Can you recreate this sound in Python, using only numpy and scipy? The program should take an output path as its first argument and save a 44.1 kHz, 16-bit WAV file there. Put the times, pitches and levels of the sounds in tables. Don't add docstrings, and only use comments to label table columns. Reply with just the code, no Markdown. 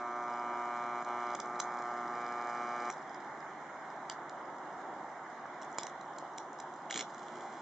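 import sys
import numpy as np
from scipy import signal
from scipy.fft import rfft, irfft, next_fast_len
from scipy.io import wavfile
from scipy.ndimage import uniform_filter1d, map_coordinates

SR = 44100
rng = np.random.default_rng(int(sys.argv[2]) if len(sys.argv) > 2 else 0)


def unload_audio(sound):
    columns = np.transpose(np.atleast_2d(sound))
    steps = np.round(np.clip(columns, -1, 1) * 32767)
    wavfile.write(sys.argv[1], SR, steps.astype(np.int16))


def level_to_linear(level):
    exponent = np.asarray(level, float) / 20
    return 10 ** exponent


N = 335601
T = np.arange(N) / SR

# (frequency [Hz], level [dB])
ROAR_COLOUR = [(25, -69), (100, -26.5), (204, -8.5), (355, -4.5), (447, -10.5), (778, 2), (2100, -12),
               (3120, -47)]
# (frequency [Hz], side under mid [dB])
ROAR_SIDE = [(60, -26), (130, -35), (250, -28), (540, -19), (940, -16), (1620, -9), (2810, -4), (4870, -1),
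             (8430, 0)]
# (frequency [Hz], left-right [dB])
ROAR_LEAN = [ (310, 0.0), (540, -0.5), (940, -1.5), (1620, -3.0), (2810, -5.0), (4870, -1.5)]
# (time [s], level [dB], extra tyre hiss [dB])
TRAFFIC = [(0, -46, -3.5), (1.1, -45, -2), (1.7, -45, 0.5), (2.9, -44.5, -1.2), (3.5, -45.5, 2),
           (4, -45, -0.5), (4.9, -44, -5), (5.3, -45.5, -0.5), (5.8, -45, 0), (6.2, -45.5, -5.5),
           (6.8, -46, -5), (7.61, -45, -7)]
# (frequency [Hz], level [dB])
TYRES = [(1000, -40), (1500, -8), (2100, 0)]
# (frequency [Hz], level [dB])
HISS_COLOUR = [(1000, -19.5), (2500, -2.5), (3200, -0.5), (4500, -6), (7000, -7), (8000, -14.5),
               (8800, -19.5), (9300, -40.5)]
HISS_DB = -66
# (frequency [Hz], level [dB])
FAR_HUM = [(150.5, -67.5), (360.1, -65)]

BUZZ_HZ, BUZZ_START_S = 120.04, .0071
# (time [s], level [dB], looseness of the core on upper partials [dB])
PULL = [
    [(0, -40, -2.5), (.5, -38.5, -1), (1.35, -38.5, -0.1), (1.45, -41.5, -3), (1.7, -40, -1),
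     (2.1, -40, -1.5), (2.9, -39, 0)],
    [(7.08, -64, 7), (7.3, -58, 5), (7.4, -52, 2.5), (7.61, -55, 4.5)],
]
# (multiple [1], level [dB])
PARTIALS = [(1, -27.5), (2, -12.5), (3, -7.5), (4, -19), (5, -9.5), (6, -1), (7, -6.5), (8, -10.5), (9, -4),
            (10, 1), (11, -3.5), (12, -9.5), (13, -11.5), (14, -14.5), (15, -14.5), (16, -27), (17, -16.5),
            (18, -13), (19, -12), (20, -18.5), (21, -30), (22, -30), (23, -37), (24, -28), (25, -26),
            (26, -31), (27, -31), (28, -33.5), (29, -36), (30, -42), (31, -38), (32, -31), (33, -30.5),
            (34, -43), (35, -34), (36, -43), (37, -44.5), (38, -45), (39, -42), (40, -35.5), (41, -38.5),
            (42, -44), (43, -40.5), (44, -35), (45, -42), (46, -35.5), (47, -36.5), (48, -39.5),
            (49, -36.5), (50, -34.5), (51, -38), (52, -35.5), (53, -38)]
# (frequency [Hz], level [dB])
RATTLE = [(3480, -36.5), (3720, -43), (3960, -30.5), (4300, -39.5), (4850, -33.5), (5950, -33.5),
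          (6800, -44), (8800, -50.5)]
# (frequency [Hz], width [Hz])
PARTS = [(480, 44), (840, 44), (960, 44), (1700, 100), (2380, 140), (2950, 140), (3420, 170), (3960, 300),
         (4870, 160), (6000, 150)]
# (level on each part [dB], ...)
STATES_OF_COIL = [(-4, -6, 6, -6, -5, -22, -2, -8, 5, 9), (-9, 0, 10, -12, -1, 2, -2, -4, 1, 2),
                  (-5, 1, 7, -6, 0, -1, 3, 0, -1, 0), (0, 2, 7, -4, -3, 2, 6, 0, -2, 2),
                  (8, 3, 0, -3, -3, -5, -10, -12, -5, -8), (4, 5, 4, -1, -5, -17, 0, -4, 2, -3),
                  (0, 0, 2, -1, -20, -1, 0, -4, 0, -4), (8, 1, 2, 1.5, 2, 1.5, -1, 1, 9, -2),
                  (5, 1, -6, 1.5, 2, 1.5, 0, 0, 10, 3), (0, 0, 0, 0, 2, 0, 2, -1, 0, 0)]
TAKES_OVER_S = [-1, .25, .7, 1.07, 1.4, 1.62, 1.82, 2.12, 2.5, 4]
# (multiple [1], level [dB])
RELIT = [(2, -1), (3, 6), (4, -9), (5, -3.5), (6, -4.5), (7, 1), (8, -10), (9, -1), (10, -8), (12, -4),
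         (13, -5.5), (15, -12), (17, -7), (18, -10.5), (19, -13), (20, -14), (23, -26), (25, -23),
         (27, -23), (28, -20), (29, -22.5)]
RELIT_REST_DB, RELIT_SAG_HZ = -20.5, .19
AGEING_DB_PER_S, AGEING_ABOVE_HZ = 1.1, 4000
SLAP_HZ, SLAP_LEAD_S_PER_HZ = 1750, .57e-6
# (time [s], depth [dB], recovery [s])
SHORTS = [
    (1.028, 19, 0.029),
    (1.357, 33, 0.02),
    (1.407, 16, 0.023),
    (1.604, 10, 0.027),
]
# (frequency [Hz], left-right phase [rad])
HUM_LEAD = [(1800, .1), (2400, 0), (2880, 1.2), (3120, 1), (3240, -1.2), (3480, 0), (3840, -2.3), (3960, 0)]
# (frequency [Hz], left-right [dB])
HUM_LEAN = [(600, -.3), (1800, -1.5), (2040, -5), (2160, 3), (2400, -4), (2880, 8), (3400, -2), (4500, -3)]

# (frequency [Hz], level [dB])
CRACK_COLOUR = [(300, -41), (1500, -4), (3200, -6), (7000, 1), (8000, -13.5), (9500, -50)]
# (frequency [Hz], width [Hz], level [dB])
HOUSING = [(2200, 350, -1), (3300, 320, 0), (4030, 99, -3), (5460, 150, -7), (5540, 93, -9),
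           (6500, 170, -11), (7000, 130, -5), (7460, 190, -16.5), (8300, 200, -28)]
# (frequency [Hz], width [Hz], level [dB])
COIL_FORMER = [(4090, 170, 1), (5460, 510, -0.5), (6050, 250, 1.5), (6950, 570, -0.5), (8600, 360, -17)]
# (frequency [Hz], level [dB])
SIZZLE_COLOUR = [(2200, -21.5), (3100, -13.5), (4000, -8), (5000, 0), (5700, -5.5), (7000, -6),
                 (8000, -4.5), (9200, -25)]
BOIL_DB, HEATING_DB_PER_S, COOL_S = -69, 1.64, 0.23
SMOULDER_DB, FLAME_S, FLAME_DB = -76, 7.03, -66

# (time [s], peak level [dB])
TICKS = [(0.3366, -48.5), (0.395, -50.5), (1.2695, -50), (1.3034, -52), (1.3488, -40.5), (1.4012, -40),
         (1.5993, -29.5), (1.7858, -50), (2.0787, -49), (2.1525, -51), (2.2643, -48), (2.3221, -50),
         (2.4124, -50), (2.4942, -47), (2.5735, -48.5), (2.6908, -50), (2.802, -47), (2.8195, -51),
         (3.0944, -50.5), (3.1453, -47.5), (3.2026, -53), (3.4042, -50), (3.902, -50.5), (4.117, -48),
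         (4.2941, -49), (5.7843, -30), (5.8097, -43), (5.8326, -49), (6.1833, -52), (6.6014, -53),
         (.327, -52), (.43, -57), (.5535, -58), (.6782, -57), (.7037, -59), (.778, -57), (1.0035, -56),
         (1.2031, -55), (1.228, -57), (1.3362, -50), (1.7199, -52), (1.8531, -56), (1.9109, -54),
         (1.9778, -57), (2.1364, -54), (2.2192, -55), (2.2447, -53), (2.3824, -52), (2.5305, -52),
         (2.6188, -54), (2.7191, -53), (2.8523, -51), (2.8772, -55)]
TICK_HZ, TICK_WIDTH_HZ = 4990, 310
FAINT_TICK_DB, FAINT_SPREAD_DB, FAINT_COOL_DB = -58, 4, -7
# (time [s],
# peak level [dB], pitch [Hz])
KNOCKS = [(1.601, -25.5, 1170), (1.6, -32.5, 2200), (1.603, -33, 1160), (1.401, -33, 910),
          (2.9, -31.5, 2200), (4.098, -35, 980), (4.098, -35.5, 2950), (5.456, -32, 890),
          (5.784, -23.5, 970), (5.794, -39, 3470), (6.225, -34, 800), (6.864, -33.5, 860),
          (6.909, -28.5, 2050), (5.7845, -34, 420), (5.804, -46, 3500), (5.811, -49, 3650),
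          (5.817, -49, 3400), (5.852, -50, 3400), (5.877, -50, 3600), (6.9005, -38, 2930),
          (6.927, -32, 3150), (6.942, -33, 3400), (6.961, -36, 3400), (6.975, -36, 1900),
          (6.992, -33, 3300), (7.01, -32, 2160), (7.18, -53, 3100), (7.231, -54, 3000), (7.283, -49, 3300),
          (1.626, -42, 6300), (.358, -57, 7200), (1.352, -41, 3370), (1.402, -40.5, 3500),
          (1.402, -37, 6070), (1.602, -33, 4150), (1.601, -31, 7300), (1.638, -47, 6500),
          (2.901, -39.5, 7440), (4.108, -44, 3400), (4.124, -46, 6160), (4.099, -40, 2100),
          (2.98, -52, 5000), (6.055, -55, 5600), (6.135, -54, 5600), (6.163, -53, 5050), (6.21, -54, 5000),
          (6.335, -55, 5600), (6.43, -54, 5600), (6.382, -41, 3400), (6.186, -46, 4200), (5.727, -51, 6000),
          (5.727, -52, 7100), (1.026, -51, 7000), (1.316, -53, 4000), (1.316, -54, 6600),
          (5.462, -55, 5600), (2.763, -52, 6300), (1.558, -52, 4100), (2.938, -52, 3700),
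          (6.956, -37, 300), (7.007, -37, 300), (6.967, -40, 480), (5.868, -43, 2900), (5.868, -41, 2100),
         (6.382, -45, 2100), (6.601, -43, 2100), (5.622, -48, 2900), (5.785, -38, 2200), (1.6, -33, 5000),
         (2.901, -42, 6900), (4.295, -50, 7000)]

# (time [s], peak level [dB], strongest ring [Hz], share of that ring [0-1], length [s])
SNAPS = [(1.046, -48, 3910, 0.2, 0.0034), (1.351, -33, 6990, 0, 0.0017),
         (1.4006, -31.5, 5200, 0.36, 0.0021), (1.6003, -24.5, 6270, 0.55, 0.0058),
         (2.9003, -35.5, 5700, 0.65, 0.0025), (4.0978, -24, 4650, 0.6, 0.0014),
         (4.294, -43, 3900, 0.4, 0.0033), (5.615, -45, 5600, 0.2, 0.0047),
         (5.784, -29.5, 6730, 0.2, 0.0057), (5.81, -44, 4830, 0.5, 0.0027), (5.832, -31, 5630, 0.2, 0.0045),
         (5.867, -34.5, 6090, 0.2, 0.0041), (6.184, -40, 7250, 0.2, 0.0054),
         (6.377, -41.5, 6700, 0.1, 0.0035), (6.3814, -34, 5600, 0.2, 0.0049),
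         (6.6, -37.5, 7170, 0.2, 0.0055)]
# (time [s], peak level [dB], ring [Hz], share [0-1], length [s])
LEADERS = [
    (1.592, -39, 5250, .3, .005),
    (5.7765, -48, 6770, .3, .004),
]
# (time [s], peak level [dB], strongest ring [Hz])
CRACKLES = [(1.087, -50, 3000), (1.301, -48, 3960), (1.458, -50, 6050), (1.559, -52, 4090),
            (2.91, -42, 6800), (2.821, -49, 4900), (2.854, -51, 5700), (2.846, -51, 5900),
            (2.83, -53, 5800), (2.864, -54, 6500), (2.938, -52, 5200), (2.875, -55, 4090),
            (2.924, -43.5, 5820), (3.245, -54, 3380), (4.1214, -42.5, 3900), (4.583, -53.5, 3320),
            (4.814, -57, 3940), (5.622, -43, 5600), (5.63, -45, 3450), (5.646, -50, 6340),
            (5.716, -51, 6870), (5.745, -52, 3150), (5.896, -48, 3660), (6.011, -46.5, 4090),
            (6.53, -48.5, 6860), (6.587, -47, 5460), (6.7371, -51, 6360), (6.759, -55, 7150),
            (7.145, -46, 6350), (7.18, -48, 6900), (7.23, -49, 3130), (7.282, -48, 3400),
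            (7.3562, -48, 3040), (7.407, -48, 3590)]
CRACKLE_SHARE, CRACKLE_S = .35, 0.0037

# (time [s], level [dB])
ARC = [
    (6.897, -53),
    (6.909, -41),
    (6.93, -46),
    (6.96, -39),
    (6.995, -38.5),
    (7.012, -39),
    (7.026, -52),
]
# (time [s], level [dB])
WHOOSH = [
    (6.9, -86),
    (6.922, -78),
    (6.954, -44.5),
    (7.016, -51),
    (7.062, -68),
    (7.1, -59),
]

# (frequency [Hz], left-right [dB])
PORT_LEAN = [(300, 0), (1000, -.8), (2000, -2.8), (3300, -1.5), (4000, 0), (5500, -2), (7500, -6),
             (8800, -5)]
# (frequency [Hz], left-right phase [rad])
PORT_LEAD = [(1200, 0), (3300, .7), (4200, -.1), (5600, -.6), (6100, -1.3), (7500, -1), (8600, .4)]
# (frequency [Hz], width [Hz])
NOTCHES = [(2595, 340), (4600, 600), (5428, 270), (7905, 190), (8120, 150)]
NOTCH_ON_S = .025

CURRENT_OFF_S, ARC_STRIKES_S = PULL[0][-1][0], ARC[0][0]


def evened(x):
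    return x / np.sqrt(np.mean(x ** 2) + 1e-20)


def peaked(x):
    return x / abs(x).max()


def add(mix, s, sound):
    part = mix[round(s * SR):][:len(sound)]
    part += sound


def read(points, hz):
    f, value = np.transpose(points)
    return np.interp(np.log(hz + 1), np.log(f + 1), value)


def level(rows, edge):
    s, db = np.transpose(rows)
    inside = np.minimum(T - s[0], s[-1] - T)
    return level_to_linear(np.interp(T, s, db)) * np.clip(inside / edge + 1, 0, 1)


def colour(x, points):
    n = x.shape[-1]
    size = next_fast_len(n)
    gain = level_to_linear(read(points, np.fft.rfftfreq(size, 1 / SR)))
    return irfft(rfft(x, size) * gain, size)[..., :n]


def wash(colour_points, patchy_db):
    frames, hz = N // 256 + 5, np.fft.rfftfreq(1024, 1 / SR)
    a, b, c, d, patches = rng.standard_normal((frames, 513, 5)).T
    patches = uniform_filter1d(patches, 10, 0)
    patches = evened(uniform_filter1d(patches, 16, 1))
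    mid = a + 1j * b
    side = level_to_linear(read(ROAR_SIDE, hz))[:, None] * (c + 1j * d)
    z = np.array([mid + side, mid - side])
    lean_db = read(ROAR_LEAN, hz)[:, None] * np.array([.5, -.5])[:, None, None]
    z *= level_to_linear(read(colour_points, hz)[:, None] + lean_db + patchy_db * patches)
    return evened(signal.istft(z, nperseg=1024, noverlap=768)[1][:, :N])


def town():
    roar = wash(ROAR_COLOUR, 0.71)
    s, _, hiss_db = np.transpose(TRAFFIC)
    tyres = (level_to_linear(np.interp(T, s, hiss_db)) - 1) * colour(roar, TYRES)
    return (roar + tyres) * level(np.array(TRAFFIC)[:, :2], .01)


def night():
    wander = uniform_filter1d(rng.standard_normal(N), 9000)
    drift = 2 * np.pi * np.cumsum(wander) * 0.00383
    hum = sum(level_to_linear(db) * np.sin(2 * np.pi * hz * T + drift) for hz, db in FAR_HUM)
    return town() + level_to_linear(HISS_DB) * wash(HISS_COLOUR, 1.9) + hum


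def coil_harmonics(start, part_db, scatter_db):
    order = np.arange(1, len(scatter_db) + 1)
    hz = order * BUZZ_HZ
    db = read(RATTLE, hz) + scatter_db
    db[:len(PARTIALS)] = np.transpose(PARTIALS)[1]
    for gain, (centre, width) in zip(part_db, PARTS):
        db += gain * np.exp(-((hz - centre) / width) ** 2)
    db += AGEING_DB_PER_S * start * (hz > AGEING_ABOVE_HZ)
    if start > CURRENT_OFF_S:
        db = np.minimum(db + 11.5, RELIT_REST_DB - order / 6.4)
        multiple, relit_db = np.transpose(RELIT)
        db[multiple.astype(int) - 1] = relit_db
    return db


def buzz():
    bins, harmonics = np.arange(257), 72
    scatter_db = rng.standard_normal((7, harmonics))
    loose_phase = rng.standard_normal(len(bins))
    edges, out = np.r_[TAKES_OVER_S, 9], np.zeros(N)
    turns = (T - BUZZ_START_S) * BUZZ_HZ - RELIT_SAG_HZ * np.maximum(T - ARC_STRIKES_S, 0)
    at = turns % 1 * 512
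    s, _, loose_db = np.vstack(PULL).T
    loose = level_to_linear(np.interp(T, s, loose_db))
    late = np.exp(-2j * np.pi * bins * BUZZ_HZ * .0016)
    thin = bins > 13
    rebound = np.where(thin, 1, -(.93 + late) / (1 + .93 * late))
    slap = np.pi * SLAP_LEAD_S_PER_HZ * (bins * BUZZ_HZ - SLAP_HZ) ** 2
    for k, (start, part_db) in enumerate(zip(TAKES_OVER_S, STATES_OF_COIL)):
        end = edges[k + 1]
        now = (T > start) & (T < end + .05)
        db = coil_harmonics(start, part_db, scatter_db[k % len(scatter_db)])
        log_gain = np.log(level_to_linear(np.r_[db[0] - 12, db, np.full(184, db[-1])]))
        phase = -signal.hilbert(np.r_[log_gain, log_gain[-2:0:-1]]).imag[:257]
        phase = np.where(thin, slap, phase)
        phase += np.where(bins > 30, 1.2, 0.45 * thin) * loose_phase
        lines = np.exp(log_gain + 1j * phase) * rebound * (bins <= harmonics)
        lines /= np.sqrt(np.mean(irfft(lines) ** 2))
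        body, upper, rattle = (
            map_coordinates(irfft(lines * band), [at[now]], order=3, mode="grid-wrap")
            for band in (bins <= 16, (bins > 16) & (bins <= 21), bins > 21))
        share = np.clip((T - start) / .04, 0, 1) - np.clip((T - end) / .04, 0, 1)
        out[now] += share[now] * (body + loose[now] * upper + loose[now] ** 1.8 * rattle)
    lost_db = sum(db * (T > s) * np.exp(-np.maximum(T - s, 0) ** 2 / back ** 2) for s, db, back in SHORTS)
    wobble_db = .3 * evened(uniform_filter1d(rng.standard_normal(N), 500))
    pull = sum(level(np.array(rows)[:, :2], 0.016) for rows in PULL)
    return out * level_to_linear(wobble_db - lost_db) * pull


def ring(x, hz, width):
    r = np.exp(-np.pi * width / SR)
    return 2 * signal.lfilter([1 - r], [1, -r * np.exp(2j * np.pi * hz / SR)], x).real


def housing(x, shell_db, modes=HOUSING):
    shell = sum(level_to_linear(db) * ring(x, hz, width) for hz, width, db in modes)
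    return colour(x, CRACK_COLOUR) + level_to_linear(shell_db) * shell


def half_cycles(strike, length, weak_db):
    turns = (T - strike) * BUZZ_HZ
    cycle = np.maximum(turns, 0).astype(int)
    uneven_db = 1.1 * rng.standard_normal(int(T[-1] * BUZZ_HZ) + 2)[cycle]
    since = turns % 1 / BUZZ_HZ / length
    hump = np.e * since * np.exp(-since ** 1.27)
    return hump * level_to_linear(weak_db * (np.floor(turns) % 2) + uneven_db)


def heat():
    boil_db = BOIL_DB + HEATING_DB_PER_S * np.minimum(T, CURRENT_OFF_S)
    settle = np.exp(-np.maximum(T - CURRENT_OFF_S, 0) / COOL_S)
    cooling_db = SMOULDER_DB + (boil_db - SMOULDER_DB) * settle
    lit = np.clip((T - FLAME_S) / 0.041, 0, 1)
    return level_to_linear(cooling_db * (1 - lit) + FLAME_DB * lit)


def sizzle():
    live = 0.45 * ((T < CURRENT_OFF_S) | (T > ARC_STRIKES_S))
    pops = level_to_linear(3.9 * np.minimum(rng.exponential(1, N), 4))
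    pops *= rng.random(N) < 2500. / SR
    pops *= rng.standard_normal(N)
    pops *= 1 - live + 1.4 * live * half_cycles(0.0047, .0025, weak_db=-4.0)
    return evened(colour(housing(pops, 1.7), SIZZLE_COLOUR)) * heat()


def faint_ticks(count=36):
    place, size = rng.random((count, 2)).T
    s = 1.9 + (T[-1] - 2.2) * place ** 1.5
    db = FAINT_TICK_DB + FAINT_SPREAD_DB * (2 * size - 1) + FAINT_COOL_DB * (s > CURRENT_OFF_S)
    return list(zip(s, db))


def ticks():
    out, t = np.zeros(N), np.arange(800) / SR
    rows = TICKS + faint_ticks()
    shape = peaked(t * np.exp(-2 * np.pi * TICK_WIDTH_HZ * t))
    for (s, db), detune in zip(rows, rng.uniform(.985, 1.025, len(rows))):
        fizz = evened(colour(rng.standard_normal(len(t)), CRACK_COLOUR))
        tone = np.sin(2 * np.pi * TICK_HZ * detune * t)
        add(out, s, level_to_linear(db + 1.5) * shape * (tone + 0.37 * fizz))
    for s, db, hz in KNOCKS:
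        decay = max(0.00059, .45 / hz)
        add(out, s, level_to_linear(db) * peaked(t * np.exp(-t / decay)) * np.sin(2 * np.pi * hz * t))
    return out


def snaps():
    out, t = np.zeros(N), np.arange(-200, 1300) / SR
    rows = LEADERS + SNAPS + [(*row, CRACKLE_SHARE, CRACKLE_S) for row in CRACKLES]
    for (s, db, hz, share, length), noise in zip(rows, rng.standard_normal((len(rows), len(t)))):
        burst = np.sign(noise) * np.exp(-t / 0.0063 - (t / length) ** 4) * np.clip(t / 0.00029, 0, 1)
        favoured = ring(ring(burst, hz, 660.0), hz, 660.0)
        sound = (1 - share) * evened(housing(burst, 6.3, COIL_FORMER)) + share * evened(favoured)
        add(out, s + t[0], level_to_linear(db + 1.0) * peaked(sound))
    return out


def arc():
    sparks = rng.standard_normal(N) * level_to_linear(2.1 * np.minimum(rng.exponential(1, N), 3))
    sparks *= .08 + half_cycles(0.00946, 0.0021, weak_db=-8.5)
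    puff = ring(ring(rng.standard_normal(N), 320., 260.), 320., 260.)
    jolt = 0.12 * evened(ring(sparks, 850., 500.))
    strikes = (evened(housing(sparks, 1.7)) + jolt) * level(ARC, .002)
    return strikes + evened(puff) * level(WHOOSH, .02)


def ports(x, lead=PORT_LEAD, lean=PORT_LEAN):
    size = next_fast_len(N)
    hz, side = np.fft.rfftfreq(size, 1 / SR), np.array([[.5], [-.5]])
    response = level_to_linear(side * read(lean, hz)) * np.exp(1j * side * read(lead, hz))
    return irfft(rfft(x, size) * response, size)[:, :N]


def yard(x):
    t = np.arange(9000) / SR
    taps = rng.standard_normal((2, len(t))) * (rng.random((2, len(t))) < .06)
    near = level_to_linear(-60 * t / .15) * np.clip((t - .001) / .015, 0, 1)
    wall = 0.24 * np.exp(-((t - .024) / 0.00066) ** 2)
    taps *= near + wall
    brick_colour = [(300, -29.5), (1500, -13.0), (3000, 4.5), (6500, 4), (9000, -4)]  # (Hz, dB)
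    echoes = colour(taps / np.linalg.norm(taps[0]), brick_colour)
    return signal.fftconvolve(x, echoes, axes=1)[:, :N]


def scene():
    small_body = signal.butter(3, 140., "highpass", fs=SR, output="sos")
    hum = signal.sosfilt(small_body, buzz())
    sparks = signal.sosfilt(small_body, snaps() + ticks() + arc() + sizzle())
    direct = ports(hum, HUM_LEAD, HUM_LEAN) + ports(sparks)
    return direct + level_to_linear(-13.5) * yard(sparks[None] + .1 * hum) + night()


def roll_off(x):
    return signal.sosfilt(signal.butter(12, 9030, fs=SR, output="sos"), x)


def record(dry):
    clean = dry
    for hz, width in NOTCHES:
        clean = signal.lfilter(*signal.iirnotch(hz, hz / width, SR), clean)
    mix = np.where(T < NOTCH_ON_S, dry, clean)
    mix = signal.sosfilt(signal.cheby2(10, 50, 9500., fs=SR, output="sos"), mix)
    return roll_off(mix)


dry = scene()
out = record(dry)
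unload_audio(out)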